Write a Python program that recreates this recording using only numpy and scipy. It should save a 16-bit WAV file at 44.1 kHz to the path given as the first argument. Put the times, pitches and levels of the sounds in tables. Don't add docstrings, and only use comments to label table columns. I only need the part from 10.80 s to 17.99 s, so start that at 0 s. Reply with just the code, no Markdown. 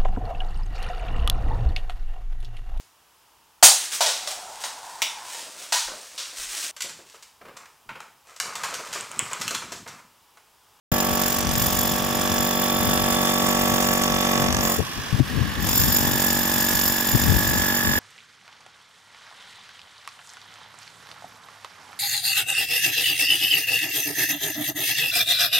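import sys
import numpy as np
from scipy import signal
from scipy.fft import rfft, irfft, next_fast_len
from scipy.io import wavfile
from scipy.ndimage import uniform_filter1d, map_coordinates

SR = 44100
rng = np.random.default_rng(int(sys.argv[2]) if len(sys.argv) > 2 else 0)


def file_out(sig):
    cols = np.atleast_2d(sig).T
    lim = np.clip(cols, -1, 1)
    pcm = np.round(lim * 32767).astype(np.int16)
    wavfile.write(sys.argv[1], SR, pcm)


N = 317079
T = np.arange(N) / SR
HZ = np.fft.rfftfreq(next_fast_len(N, True), 1 / SR)


def amp(db):
    return 10 ** (np.asarray(db) / 20)


def unit(x):
    return x / np.sqrt(np.mean(x ** 2) + 1e-20)


def curve(rows):
    times, *columns = np.transpose(rows)
    return [np.interp(T, times, column) for column in columns]


def swells(rows):
    t = T[::64]
    return np.interp(T, t, sum(height * np.exp(-((t - s) / half) ** 2) for s, half, height in rows))


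def waver(samples):
    return unit(uniform_filter1d(uniform_filter1d(rng.standard_normal(N), samples), samples))


def noise(alike, size=N):
    shared, *own = rng.standard_normal((3, size))
    return np.sqrt(alike) * shared + np.sqrt(1 - alike) * np.array(own)


def spectrum(x):
    return rfft(x, 2 * len(HZ) - 2)


def colour(x, points):
    hz, db = np.transpose(points)
    return irfft(spectrum(x) * amp(np.interp(np.log(HZ + 1), np.log(hz), db)))[..., :N]


def regrip():
    return np.clip((T - 4.1) / .5, 0, 1)


def by_grip(first, second):
    share = regrip()
    return (1 - share) * unit(first) + share * unit(second)


def ring(x, modes):
    drive, first, second = spectrum(x), 0, 0
    for hz, width, first_db, second_db in modes:
        mode = 1j * HZ * width / (hz ** 2 - HZ ** 2 + 1j * HZ * width)
        first += amp(first_db) * mode
        second += amp(second_db) * mode
    return by_grip(irfft(drive * first)[:, :N], irfft(drive * second)[:, :N])


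def blows(turns, delay, decay_s, spread_db, scatter):
    beats = np.arange(np.ceil(turns[-1]))
    size, late = rng.standard_normal((len(beats), 2)).T
    at = np.interp(beats + delay + scatter * late, turns, np.arange(N)).astype(int)
    kicks = np.bincount(at, amp(spread_db * np.clip(size, -2, 2)), N)
    return signal.lfilter([1], [1, -np.exp(-1 / (decay_s * SR))], kicks)


def repeat(turns, harmonics):
    waves = irfft(harmonics)
    angle = np.arange(waves.shape[1]) / waves.shape[1]
    return np.array([np.interp(turns % 1, angle, wave, period=1) for wave in waves])


def clatter(turns, top, centre, width, alike, size=4096):
    distance = abs((np.arange(size) / size - centre + .5) % 1 - .5)
    burst = np.exp(-distance / width) * noise(alike, size)
    harmonics = np.zeros((2, size // 2 + 1), complex)
    harmonics[:, 18:top] = np.exp(1j * np.angle(rfft(burst)[:, 18:top]))
    return unit(repeat(turns, harmonics))


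# t/s, half length/s, depth/0-1
JAMS = [(.66, 0.055, 0.46), (1.31, 0.048, 0.07), (3.37, 0.19, 0.36), (3.74, 0.064, 0.8)]
# t/s, half length/s, strength/0-1
SLIPS = [(.53, 0.068, 0.36), (.81, 0.074, 0.67), (3.88, 0.097, 0.45), (4.98, 0.085, 0.86),
         (5.15, 0.084, 0.49), (6.02, .1, 0.15)]
def react(jam_db, slip_db):
    return amp(jam_db * swells(JAMS) + slip_db * swells(SLIPS))


# t/s, level/dB
PUSH = [(0.14, -0.5), (0.4, -2), (0.6, -3), (0.95, -3.5), (1.5, -2), (2.5, 0), (3.25, 0.5), (3.55, 1.5),
        (3.9, -0.5), (4.0, -7), (4.85, -4.5), (5.25, 1), (5.85, -0.5), (6.3, -2), (6.55, -1), (7.19, -0.5)]
def lean(first_db, second_db, per_push):
    grip_db = first_db + (second_db - first_db) * regrip()
    return amp(grip_db + per_push * curve(PUSH)[0])


# f/Hz, level/dB
FAN_TONE = [(100, 1), (300, 3.5), (600, -2.5), (950, 0.5), (1160, 0), (1400, -1), (1720, 5), (2100, -3),
            (2700, 0.5), (4200, -5.5), (5300, -6), (8300, -19.5), (10000, -12.5), (15500, -15)]
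# f/Hz, width/Hz, first grip/dB, second grip/dB
GEAR_NOTES = [(1136, 94, 4.5, 5), (1720, 165, -3, 5.5), (2870, 94, -4, -2.5), (3360, 140, 0, -5),
              (5280, 1050, -4, -17)]
def fan_and_gears(turns):
    throb = amp(0.5 * np.cos(2 * np.pi * turns))
    teeth = unit(noise(0.3) * blows(turns, delay=0, decay_s=0.016, spread_db=1, scatter=.12))
    hiss = unit(colour(noise(0.55) * throb, FAN_TONE))
    return amp(-33.5) * hiss + amp(-36.5) * ring(teeth, GEAR_NOTES)


# f/Hz, width/Hz, first grip/dB, second grip/dB
STRIKER_NOTES = [(1124, 65, 4, 1), (1350, 80, -3, -18), (1707, 50, 4, 22), (1894, 240, -0.5, -25),
                 (2380, 480, -6, -32), (3190, 190, -8, -5)]
def striker(turns):
    first = clatter(turns, top=70, centre=0.068, width=0.19, alike=0.34)
    second = clatter(turns, top=70, centre=-0.13, width=0.062, alike=0.54)
    loose = unit(noise(.5) * blows(turns, delay=-.18, decay_s=.016, spread_db=1.5, scatter=.01))
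    growth = amp(5.5 * (T - 6) * regrip())
    return growth * ring(by_grip(first, second) + amp(-1.5) * loose, STRIKER_NOTES)


# f/Hz, width/Hz, first grip/dB, second grip/dB
ANVIL_NOTES = [(3472, 74, 12.5, -15), (3524, 21, -26, -3), (5020, 135, 3, -11.5)]
def anvil(turns):
    steady = clatter(turns, top=120, centre=-.17, width=.05, alike=.5)
    loose = unit(noise(0.57) * blows(turns, delay=-.23, decay_s=0.0053, spread_db=0, scatter=0.028))
    ping_trim_db = -0.46 * curve(DIRECTION)[0]
    return amp(ping_trim_db) * unit(ring(steady + amp(3) * loose, ANVIL_NOTES))


# f/Hz, width/Hz, first grip/dB, second grip/dB
CHISEL_NOTES = [(5230, 530, -9.5, -9), (7048, 80, 4, 2), (9530, 145, -6, -8.5), (10000, 39, -5, -6),
                (12190, 160, -3, -1), (14150, 66, 4, 6), (15300, 210, -0.5, -4.5)]
# f/Hz, level/dB
SCRAPE_TONE = [(3000, -9), (6500, -27), (9000, -18), (10800, -2), (11500, 5.5), (12500, 13), (13300, 18),
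               (14500, 11), (15500, 2)]
# t/s, force/0-1
BITE = [(0, 0.4), (.7, .9), (.9, 0.45), (3.9, 0.15), (5.8, 0.16), (6, 0), (7.2, 0)]
def chisel(turns):
    hit = blows(turns, delay=0.0027, decay_s=0.0036, spread_db=0.5, scatter=.008)
    bounce = blows(turns, delay=.15, decay_s=0.0066, spread_db=2, scatter=0.041)
    contact = np.hypot(hit, amp(4.5) * bounce)
    ringing = unit(ring(noise(0.22) * contact, CHISEL_NOTES))
    scrape = amp(-4) * unit(colour(noise(0.091) * contact, SCRAPE_TONE))
    force = curve(BITE)[0]
    choke = amp(force * np.interp(turns % 1, [0, .02, .35, .6, .97, 1], [-5, 0, 0, -7, -7, -5]))
    jangle = amp(-6.5 + 4.7 * swells(SLIPS)) * (1 - force) * unit(ring(noise(0.1), CHISEL_NOTES))
    return unit(unit(ringing + scrape) * choke + jangle)


# f/Hz, level/dB
CRUNCH_TONE = [(300, -10.5), (1000, 2.5), (2500, -5), (3600, -2), (4200, -10.5), (5100, -1), (6600, 0),
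               (8000, -4), (9500, -6.5), (11000, -4), (12500, -9), (15500, -30)]
def stone(turns):
    crack = clatter(turns, top=170, centre=.03, width=.025, alike=.4)
    crack *= unit(blows(turns, delay=-0.0045, decay_s=0.0067, spread_db=5, scatter=0.0033))
    crumble = blows(turns, delay=0.0042, decay_s=0.015, spread_db=3, scatter=0.011)
    grit = unit(noise(0.42) * amp(waver(samples=24)) * crumble)
    return unit(colour(amp(-7) * unit(crack) + grit, CRUNCH_TONE))


def recoil(turns, levels, delay, phase_scatter, size=4096):
    k, db = np.transpose(levels)
    k = np.round(k).astype(int)
    log_gain = np.log(amp(np.interp(abs(np.fft.fftfreq(size, 1 / size)), k, db, right=-30)))
    phase = -signal.hilbert(log_gain).imag[k]
    blur = phase_scatter * np.sqrt(k / k[-1]) * noise(0.87, len(k))
    harmonics = np.zeros((2, size // 2 + 1), complex)
    harmonics[:, k] = amp(db) * np.exp(1j * (phase + blur))
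    return repeat(turns - delay, harmonics)


# multiple of the blow rate, level/dB
FIRST_BUZZ = [(1, -15), (2, -16.5), (3, -9), (4, -4), (5, 1), (6, -14), (7, -4.5), (8, -14), (9, -9),
              (10, -14), (11, -6.5), (12, -11), (13, -5), (14, -14.5), (15, -9), (16, -4.5), (17, -8),
              (18, -21.5), (19, -5), (20, -72), (21, -43.5), (22, -10.5), (23, -4), (24, -4), (25, -28.5),
              (26, -53), (27, -22), (28, -6), (29, -11.5), (30, -32), (31, -28), (32, -32)]
SECOND_BUZZ = [(1, -32), (2, -8.5), (3, -9.5), (4, -2), (5, 3.5), (6, -6), (7, -2.5), (8, -12), (9, -9.5),
               (10, -11.5), (11, -11), (12, -9.5), (13, -6.5), (14, -25), (15, -14.5), (16, -8.5), (17, -8),
               (18, -4.5), (19, -5), (20, -8), (21, -23), (22, -8), (23, -20), (24, -19), (25, -15),
               (26, -11), (27, -13), (28, -12)]
def housing(turns):
    uneven = turns + 0.0024 * waver(samples=700)
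    first = recoil(uneven, FIRST_BUZZ, delay=0.0403, phase_scatter=1.8)
    second = recoil(uneven, SECOND_BUZZ, delay=0.045, phase_scatter=0.88)
    knock = by_grip(first, second)
    thud = colour(knock, [(700, 0), (1000, -30)])
    clank = (knock - thud) * amp(3.9 * np.cos(2 * np.pi * (turns - .14)) - 4)
    return (thud + clank) * amp(.5 * waver(samples=900))


# f/Hz, level/dB
RUMBLE_TONE = [(22, -52), (36, -32), (50, 0.5), (80, -0.5), (120, 0), (180, -4.5), (260, -6.5),
               (400, -18.5), (900, -40), (3000, -88)]
# t/s, half length/s, level/dB
GUSTS = [(.14, 0.016, -26), (0.333, 0.06, -30), (0.71, 0.18, -25.5), (1.106, 0.22, -29),
         (2.082, 0.032, -21), (2.3, 0.064, -39), (2.658, .05, -34), (2.925, .04, -26.5), (3.717, 0.13, -22),
         (4.005, 0.024, -19), (4.183, 0.018, -24), (4.395, 0.051, -20), (4.596, 0.085, -18),
         (4.842, 0.1, -22.5), (5.057, 0.084, -19), (5.273, 0.11, -23), (5.952, .035, -26),
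         (6.349, 0.016, -13), (6.505, 0.08, -14.5), (6.73, 0.11, -22.5), (7.086, 0.036, -20),
         (7.18, .03, -27)]
# t/s, level/dB, f/Hz, decay/s
BUFFETS = [(0.121, -9, 130, 0.0029), (.772, -17, 118, 0.006), (3.988, -14, 430, 0.0035),
           (4.004, -6, 467, 0.00039), (4.327, -8.5, 132, 0.0031), (4.343, -7, 120, 0.004),
           (4.396, -17, 660, 0.0011), (4.401, 0.5, 130, 0.0063), (4.402, -1.5, 266, 0.0031),
           (4.554, -14, 194, 0.0021), (4.607, -10, 131, 0.0072), (6.342, -10, 120, 0.0084),
           (6.347, -10, 260, 0.0017), (6.491, -11, 89, 0.0091)]
def wind():
    breeze = amp(-37.5 + 5 * waver(samples=4000))
    gusts = swells([(s, half, amp(db)) for s, half, db in GUSTS])
    left_db = 20 * np.log10(np.hypot(breeze, gusts))
    air = unit(colour(noise(0.205), RUMBLE_TONE)) * amp(0.53 * waver(samples=1100))
    air *= amp([left_db, 0.36 * left_db - 28.5])
    age = np.arange(SR // 8) / SR
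    for s, db, hz, decay_s in BUFFETS:
        at = round(s * SR)
        envelope = amp(db) * age / decay_s * np.exp(1 - age / decay_s)
        air[:, at:at + len(age)] += np.outer([1, .08], envelope * np.sin(2 * np.pi * hz * age))
    return air


# f/Hz, level/dB
SNAP_TONE = [(800, -11), (1700, -6), (4200, -4), (6300, 6), (8000, -21), (12000, -14), (15500, -14)]
def snap(turns):
    burst = blows(turns, delay=.025, decay_s=.0015, spread_db=1, scatter=.002)
    jammed = np.clip(swells(JAMS), 0, .6)
    return amp(-25) * jammed * unit(colour(noise(0.31) * burst, SNAP_TONE))


# f/Hz, left minus right/dB
BALANCE = [(100, 1.5), (380, 0.5), (700, -4), (1300, -4), (1750, -4), (2400, -0.5), (4400, -1.5),
           (8000, -1), (15000, -0.5)]
# t/s, delay/samples
DIRECTION = [(0, 3.5), (1, -0.5), (1.7, 2.5), (2.3, 4), (2.8, 6), (3.8, 6.5), (4.6, -1.5), (6.5, 0),
             (7.2, -4.5)]
def microphone(tool):
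    left = colour(tool[0], [(hz, db / 2) for hz, db in BALANCE])
    right = colour(tool[1], [(hz, -db / 2) for hz, db in BALANCE])
    delayed_left = map_coordinates(left, [np.arange(N) - curve(DIRECTION)[0]], order=5)
    return np.array([delayed_left, right])


# t/s, lag/turns
CRANK_LAG = [(0, .55), (1.3, .55), (2.3, .52), (3.35, .51), (3.42, .53), (3.5, .52), (3.69, .62),
             (3.82, .44), (3.94, .66), (4.8, 1.16), (4.9, 1.33), (5.4, 1.34), (5.85, 1.36), (6.25, 1.33),
             (7.2, 1.3)]
# t/s, anvil level/dB, chisel level/dB
STEEL_LEVELS = [(0.14, -42, -25.5), (.55, -41, -25), (.75, -37, -28.5), (1.03, -35.5, -24),
                (1.2, -37, -29.5), (1.6, -34, -27), (2.5, -29.5, -28), (3.1, -34, -26.5),
                (3.42, -26.5, -25.5), (3.65, -33.5, -32), (3.9, -37, -29), (4.85, -36, -29.5),
                (5.1, -36, -26), (5.6, -38, -22.5), (6.4, -34.5, -24), (7.19, -38, -26.5)]
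# t/s, strength/0-1
STRIKING = [(0, 0.91), (3.94, 1), (4.03, 0), (4.78, 0.15), (4.85, 0.98), (7.2, 0.9)]
def scene():
    blow_hz = 47.12
    turns = blow_hz * T - curve(CRANK_LAG)[0]
    knock = housing(turns) * lean(-22.5, -27.5, per_push=1) * react(jam_db=-6.5, slip_db=-3.5)
    rattle = striker(turns) * lean(-31.5, -30.5, per_push=2) * react(jam_db=-5, slip_db=-1)
    crunch = stone(turns) * lean(-29, -29.5, per_push=0.64) * react(jam_db=-6, slip_db=2)
    anvil_gain, chisel_gain = amp(curve(STEEL_LEVELS))
    ping = anvil(turns) * anvil_gain * react(jam_db=-4, slip_db=0.85)
    ringing = chisel(turns) * chisel_gain * react(jam_db=-19, slip_db=10)
    damping = amp(2.5 * swells(JAMS) * np.cos(2 * np.pi * (turns - 0.079)))
    hammering = damping * (knock + rattle + crunch) + ping + ringing + snap(turns)
    return microphone(curve(STRIKING)[0] * hammering + fan_and_gears(turns)) + wind()


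def record(dry):
    start_s, ceiling_db, cutoff_hz = .1165, -3.5, 15650
    live = dry * np.clip((T - start_s) / .002, 0, 1)
    peak_db = 20 * np.log10(abs(live).max(0) + 1e-9)
    recovery = 90 * T
    held_db = np.maximum.accumulate(peak_db + recovery) - recovery
    over_db = np.maximum(held_db - ceiling_db, 0)
    limited = live * amp(-uniform_filter1d(over_db, 64))
    lowpass = signal.firwin(255, cutoff_hz, window=("kaiser", 9), fs=SR)
    return signal.oaconvolve(limited, lowpass[None], "same")


dry = scene()
out = record(dry)
file_out(out)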